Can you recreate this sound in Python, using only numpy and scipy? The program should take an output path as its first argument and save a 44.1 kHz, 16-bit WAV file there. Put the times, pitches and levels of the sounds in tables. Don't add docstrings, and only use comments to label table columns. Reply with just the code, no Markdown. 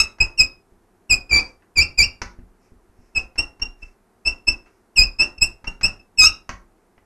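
import sys
import numpy as np
from scipy import signal
from scipy.fft import rfft, irfft, next_fast_len
from scipy.io import wavfile
from scipy.ndimage import uniform_filter1d, minimum_filter1d

SR = 44100
rng = np.random.default_rng(int(sys.argv[2]) if len(sys.argv) > 2 else 0)


def persist_wave(psi):
    counts = np.round(np.clip(psi, -1, 1) * 32767).astype(np.int16)
    wavfile.write(sys.argv[1], SR, np.atleast_2d(counts).T)


N = 310905
TIME = np.arange(N) / SR

# start t/s, rise to full grip t/s, length t/s, level/dB, fade by the end/dB,
# slip rate f/Hz on landing, at full grip and on lifting,
# relative level/dB of second harmonic, third harmonic, dust and thud
STROKES = [ (0.0, 0.0013, .024, -7.5, 12, 2532, 2548, 2642, 0.5, -9.5, 2, -8),
           (0.201, 0.011, .042, -12, 15.5, 2524, 2526, 2606, -3.5, -12.5, 2.5, 2.5),
           (0.376, 0.036, .062, -12.5, 17, 2813, 2522, 2560, 4.5, -7.5, -4, -4.5),
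           (1.094, .021, .049, -14.5, 0.5, 2760, 2466, 2474, -1, -4, 0, 2.5),
           (1.294, .052, .104, -13.5, 4, 2597, 2341, 2344, -2.5, -14.5, 4, 1),
           (1.757, 0.03, .074, -13.5, -1, 2560, 2321, 2680, -1, -10.5, 0, 5),
           (1.975, 0.02, .07, -14.5, -1.5, 2557, 2318, 2763, 2, -9.5, -1, 2.5),
           (3.149, 0.02, .048, -17.5, 9, 2684, 2511, 2661, -6.5, -17, 1.5, 3.5),
           (3.378, 0.013, .029, -14, 6, 2641, 2609, 2757, -1, -15, 4, 2),
           (3.615, 0.01, 0.027, -20.5, 18.5, 2740, 2741, 2797, 1.5, -30.5, 2.5, 0),
           (3.817, 0.018, .024, -36, 10, 2654, 2635, 2635, -11, -25, -1.5, 9.5),
           (4.25, 0.029, .046, -17, 10, 2615, 2613, 2736, 0, -15.5, 1.5, 2),
           (4.469, 0.019, .037, -13.5, 12.5, 2600, 2605, 2688, 2, -15.5, 0, -0.5),
           (4.655, .006, .035, -61.5, 3.5, 2620, 2654, 2714, -20, -25, 3, -1.5),
           (4.959, 0.035, .081, -11, 9.5, 2880, 2489, 2554, 3, -7, -1.5, 0.5),
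           (5.186, 0.022, .055, -14, 9, 2590, 2603, 2747, 1, -14.5, 2.5, 0.5),
           (5.376, 0.0084, 0.018, -39.5, 16.5, 2750, 2570, 2533, -1, -21.5, -8, 7.5),
           (5.409, 0.019, .036, -14, 2, 2543, 2515, 2685, 0.5, -4, 0, 1.5),
           (5.668, 0.011, .023, -23.5, 9.5, 2725, 2709, 2757, -6.5, -28, 5, 7),
           (5.829, 0.011, .038, -14.5, 4.5, 2558, 2539, 2735, 0, -10, 3, 4),
           (5.991, .008, .026, -53.5, 10, 2652, 2605, 2582, -2.5, -22, -1.5, 5.5),
           (6.175, 0.027, .103, -12.5, 0.5, 2693, 2533, 2752, 4, -6, -5, -5)]


def slip_rate(t, length, landing_hz, grip_hz, lifting_hz, glide_s=.036, free_hz=2794, flick_share=.35):
    past_let_go = t - length + .004
    sink_hz = (landing_hz - grip_hz) * np.clip(1 - t / glide_s, 0, 1) ** 2
    climb_hz = (lifting_hz - grip_hz) * np.clip(1 + past_let_go / glide_s, 0, 1) ** 2
    glide = grip_hz + sink_hz + climb_hz
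    flick = flick_share * (1 + np.tanh(past_let_go / .001)) / 2
    return glide + (free_hz - glide) * flick, climb_hz


def strokes(catch_s=.0011, release_s=.0049, swell_db=28, slack_db_per_hz=.02, sway_db=2.4, sway_hz=65):
    hz, gains = np.full(N, float(STROKES[0][5])), np.zeros((3, N))
    for start, rise, length, level_db, fade_db, *rates_hz, second_db, third_db, _, _ in STROKES:
        near = (TIME > start - .01) & (TIME < start + length + .05)
        t = TIME[near] - start
        hz[near], climb_hz = slip_rate(t, length, *rates_hz)
        biting = np.maximum(1 - t / rise, 0) ** 2
        easing = np.clip((t - rise) / max(length - rise, 1 / SR), 0, 1) ** 1.2
        pressure_db = -swell_db * biting - fade_db * easing - slack_db_per_hz * climb_hz
        catch = 1 / np.sqrt(1 + np.exp(2 - 2 * t / catch_s))
        release = np.exp(-np.maximum(t - length, 0) / release_s)
        dull_db = 9 * np.clip(t / length, 0, 1) ** 4
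        first = catch * release * amp(level_db + pressure_db)
        second = first * amp(second_db + .16 * pressure_db)
        third = first * amp(third_db + .2 * pressure_db - dull_db)
        gains[:, near] = [first, second, third]
    sway = np.array([wander(sway_hz) for _ in gains])
    drain_db = 9.5 * swells(CHATTER)
    return hz, gains * amp(sway_db * sway - drain_db)


def coupling():
    start, _, length, *_, dust_db, thud_db = np.transpose(STROKES)
    gap_middles = ((start + length)[:-1] + start[1:]) / 2
    nearest = np.searchsorted(gap_middles, TIME)
    return amp(dust_db)[nearest], amp(thud_db)[nearest]


# multiple of the slip rate, level/dB relative to the third
OVERTONES = [(4, -17.5), (5, -22.5)]
# offset f/Hz, relative level/dB
RASP_SPECTRUM = [(30, -1.5), (120, 10), (300, -12.5), (600, -24), (1200, -33.5), (4000, -52)]


def squeak(hz, gains, jitter=.0048, glide_jitter=.007, chatter_jitter=.013, flutter_db=.53,
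           rasp_db=-22, hard_grip_hz=2400):
    climb = np.clip(np.gradient(hz) * SR / 12000, 0, 1.5)
    shake = (jitter + glide_jitter * climb + chatter_jitter * swells(CHATTER)) * wander(400)
    phase = 2 * np.pi * np.cumsum(hz * (1 + shake)) / SR
    sharp_db = .0505 * np.maximum(hard_grip_hz - hz, 0)
    strengths = list(gains) + [gains[2] * amp(db + sharp_db) for _, db in OVERTONES]
    tone = np.zeros(N)
    for k, strength in enumerate(strengths, 1):
        rasp = amp(rasp_db) * np.sqrt(k) * coloured(rng.standard_normal(N), RASP_SPECTRUM)
        flutter = amp(flutter_db * np.sqrt(k) * wander(130))
        tone += strength * flutter * np.sin(k * phase + rasp)
    return np.sqrt(2) * tone, phase


# centre t/s, half length t/s, level/dB relative to the squeak
CHATTER = [(0.005, 0.013, -11), (.41, .012, -31), (1.375, 0.022, -26), (1.79, 0.0096, -25),
           (2.005, .01, -27), (5.003, 0.004, -28.5), (6.215, 0.017, -29.5), (6.243, 0.016, -7.5)]
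# f/Hz, relative level/dB
CHATTER_SPECTRUM = [(1300, -6), (3800, -9), (6200, 3), (7000, -6.5), (9000, -15.5), (14000, -28)]


def chatter(hz, phase, vigour):
    lines = sum(amp(read(CHATTER_SPECTRUM, k * hz)) * np.sin(k * phase) for k in np.arange(6) + .5)
    flutter = 1 + .6 * wander(200)
    return np.sqrt(2) * vigour * swells(CHATTER) * lines * flutter


# f/Hz, relative level/dB
DUST_SPECTRUM = [(60, -10), (150, 1), (270, 9), (400, 7), (600, 1.5), (800, 5), (1400, -0.5), (2000, -5),
                 (3400, -18), (4600, -15), (6200, -9), (8500, -19.5), (12000, -30.5), (14500, -52.5)]


def dust(vigour, gain_db=-29, clump_db=3, clump_hz=500, growth=.67):
    crumbs = rng.standard_normal(N) * amp(clump_db * wander(clump_hz))
    return amp(gain_db) * vigour ** growth * coloured(crumbs, DUST_SPECTRUM)


# t/s, level/dB, treble gain above 4 kHz/dB, ring T60/s
TAPS = [(0.185, -46, -1, 0.099), (1.622, -56, -24, 0.088), (2.217, -25.5, 8, 0.071),
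        (2.389, -56, -12, 0.08), (3.357, -41.5, -5, 0.063), (3.597, -45, 2, 0.081),
        (4.661, -55, -6.5, 0.18), (5.38, -66, -3.5, 0.051), (5.643, -36, -4, 0.082), (5.811, -33.5, 5, .08),
        (6.492, -27, 4.5, 0.083), (6.979, -51, -23, 0.058)]
# f/Hz, relative level/dB
TAP_SPECTRUM = [(100, -2.5), (400, -2.5), (900, 6.5), (1700, 6), (2700, 0.5), (3600, -17), (5000, -5),
                (6200, -5.5), (7500, -24.5), (10000, -35.5), (12000, -36.5), (14000, -62.5)]


def taps(crack_db=-3, crack_s=.0011, onset_s=.0005):
    out, t = np.zeros(N), np.arange(SR // 4) / SR
    onset = 1 - np.exp(-(t / onset_s) ** 2)
    highpass = signal.butter(2, 4000, "high", fs=SR, output="sos")
    for start, db, bright_db, t60 in TAPS:
        ring = coloured(rng.standard_normal(len(t)), TAP_SPECTRUM)
        ring += (amp(bright_db) - 1) * signal.sosfiltfilt(highpass, ring)
        decay = amp(-60 * t / t60) + amp(crack_db) * np.exp(-t / crack_s)
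        add(out, start, amp(db) * onset * decay * ring)
    return out


# f/Hz, relative level/dB, T60/s
PANEL_MODES = [(29.95, -5, 0.61), (47.4, -4.5, 0.31), (72, -5.5, 0.12), (90, 3.5, 0.053), (181.3, -9, 0.29),
               (241, -6, 0.15), (348, -14, 0.3)]


def panel():
    t = np.arange(SR // 2) / SR
    return sum(amp(db - 60 * t / t60) * np.sin(2 * np.pi * hz * t) for hz, db, t60 in PANEL_MODES)


def panel_thud(tone, push_db=-1, boom_db=-12, low_hz=38, high_hz=85):
    drag = -np.pi / 2 * band(abs(tone), 860, "low", order=4)
    push = band(band(drag, low_hz, "high"), high_hz, "low", order=1)
    ring = panel()
    boom = signal.fftconvolve(push, ring / abs(rfft(ring)).max())[:N]
    return amp(push_db) * push + amp(boom_db) * boom


# t/s, level/dB
KNOCKS = [(0.722, -54), (2.217, -32), (2.388, -38.5), (2.72, -47), (2.895, -55), (2.99, -48), (3.356, -52),
          (3.601, -48.5), (3.631, -37.5), (5.641, -43.5), (5.81, -42), (6.495, -33.5), (6.977, -60)]


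def knocks():
    out = np.zeros(N)
    for start, db in KNOCKS:
        add(out, start, amp(db) * panel())
    return out


# centre t/s, half length t/s, level/dB
BRUSHES = [(1.48, 0.019, -56.5), (2.65, 0.045, -69), (3.04, 0.084, -72.5), (3.85, 0.051, -63.5),
           (4.73, 0.077, -75.5)]
# f/Hz, relative level/dB
BRUSH_SPECTRUM = [(300, -8), (1500, 8), (2600, 11), (3500, -23), (5300, 12), (6500, 2.5), (8500, -4),
                  (13000, -33.5)]


def brushes():
    return swells(BRUSHES) * coloured(rng.standard_normal(N), BRUSH_SPECTRUM)


# delay t/s, pressure ratio
REFLECTIONS = [(.0031, 0.11), (.0074, 0.096), (0.009, 0.069), (0.0169, 0.14), (0.0243, -0.046),
               (0.034, 0.11)]


def echoes(direct):
    out = np.zeros(N)
    for delay, gain in REFLECTIONS:
        add(out, delay, gain * direct)
    return out


# f/Hz, relative level/dB
SQUEAK_SPREAD = [(100, -8), (1300, 4), (2300, 3), (2800, 3), (4700, 3), (5300, -3), (5800, -0.5),
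                 (7500, -12), (10000, -7), (12500, -3.5), (14500, -19.5)]


def spread(tone):
    return filtered(tone, SQUEAK_SPREAD)


# f/Hz, T60/s
ROOM_DECAY = [(100, .33), (530, .31), (1400, .29), (2100, .26), (2600, .2), (3700, .26), (5200, .21),
              (7000, .24), (10000, .24)]


def classroom(x, build_s=.018):
    out = np.zeros(N)
    for k in range(3):
        hz, t, noise = signal.stft(rng.standard_normal(SR // 2), SR, nperseg=256)
        decay = amp(-60 * t / read(ROOM_DECAY, hz)[:, None])
        build = 1 - np.exp(-t / build_s)
        _, tail = signal.istft(noise * decay * build, SR, nperseg=256)
        share = np.sqrt(2 / 3) * np.cos(np.pi * (TIME / 2 + k / 3))
        out += signal.fftconvolve(x * share, tail / np.linalg.norm(tail))[:N]
    return out


# f/Hz, relative level/dB
AIR_SPECTRUM = [(12, -30.5), (20, 1), (70, -11), (105, -1.5), (124, -21), (189, -3), (294, -7.5),
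                (377, -2.5), (587, -15), (656, -9.5), (1460, -17.5), (2040, -23), (3270, -32.5),
                (11700, -31.5), (15000, -63)]
# f/Hz, level/dB
WHINE_TONES = [(8102, -90.5), (11924, -88.5)]


def air(level_db=-61, swell_db=.1):
    noise = amp(level_db + swell_db * wander(5.6)) * coloured(rng.standard_normal(N), AIR_SPECTRUM)
    whine = sum(np.sqrt(2) * amp(db) * np.sin(2 * np.pi * hz * TIME) for hz, db in WHINE_TONES)
    return noise + whine


def amp(db):
    return 10 ** (np.asarray(db) / 20)


def unit(x):
    return x / np.sqrt(np.mean(x ** 2) + 1e-20)


def read(points, hz):
    f, value = np.transpose(points)
    return np.interp(np.log(hz + 1), np.log(f + 1), value)


def add(mix, start_s, sound):
    part = mix[max(0, round(start_s * SR)):][:len(sound)]
    part += sound[:len(part)]


def filtered(x, spectrum):
    size = next_fast_len(len(x) + 4096)
    gain = amp(read(spectrum, np.fft.rfftfreq(size, 1 / SR)))
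    return irfft(rfft(x, size) * gain, size)[:len(x)]


def coloured(x, spectrum):
    return unit(filtered(x, spectrum))


def band(x, hz, kind, order=2):
    return signal.sosfilt(signal.butter(order, hz, kind, fs=SR, output="sos"), x)


def wander(hz):
    return unit(band(rng.standard_normal(N), hz, "low"))


def swells(rows):
    return sum(amp(db) * np.exp(-((TIME - centre) / half) ** 2) for centre, half, db in rows)


def scene(squeak_wet_db=-16, dust_wet_db=-4, tap_wet_db=-8, thud_wet_db=-12,
          side_db=-24, air_side_db=-19, balance_db=-.2):
    hz, gains = strokes()
    vigour = np.sqrt((gains ** 2).sum(0))
    dust_gain, thud_gain = coupling()
    tone, phase = squeak(hz, gains)
    tone += chatter(hz, phase, vigour)
    scrape = dust_gain * dust(vigour) + brushes()
    thud = panel_thud(thud_gain * tone)
    impacts = taps() + knocks()
    direct = tone + scrape + thud + impacts
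    sent = (amp(squeak_wet_db) * spread(tone) + amp(dust_wet_db) * scrape
            + amp(tap_wet_db) * impacts + amp(thud_wet_db) * thud)
    mid = direct + echoes(direct) + classroom(sent) + air()
    side = amp(side_db) * classroom(sent) + amp(air_side_db) * air()
    return np.array([amp(balance_db) * (mid + side), amp(-balance_db) * (mid - side)])


def record(dry, edge_hz=15600):
    headroom = 1 / np.maximum(abs(dry).max(0), 1)
    gain = uniform_filter1d(minimum_filter1d(headroom, size=200), size=200)
    lowpass = signal.firwin(255, edge_hz, window=("kaiser", 9), fs=SR)
    return signal.oaconvolve(dry * gain, lowpass[None], "same")


dry = scene()
out = record(dry)
persist_wave(out)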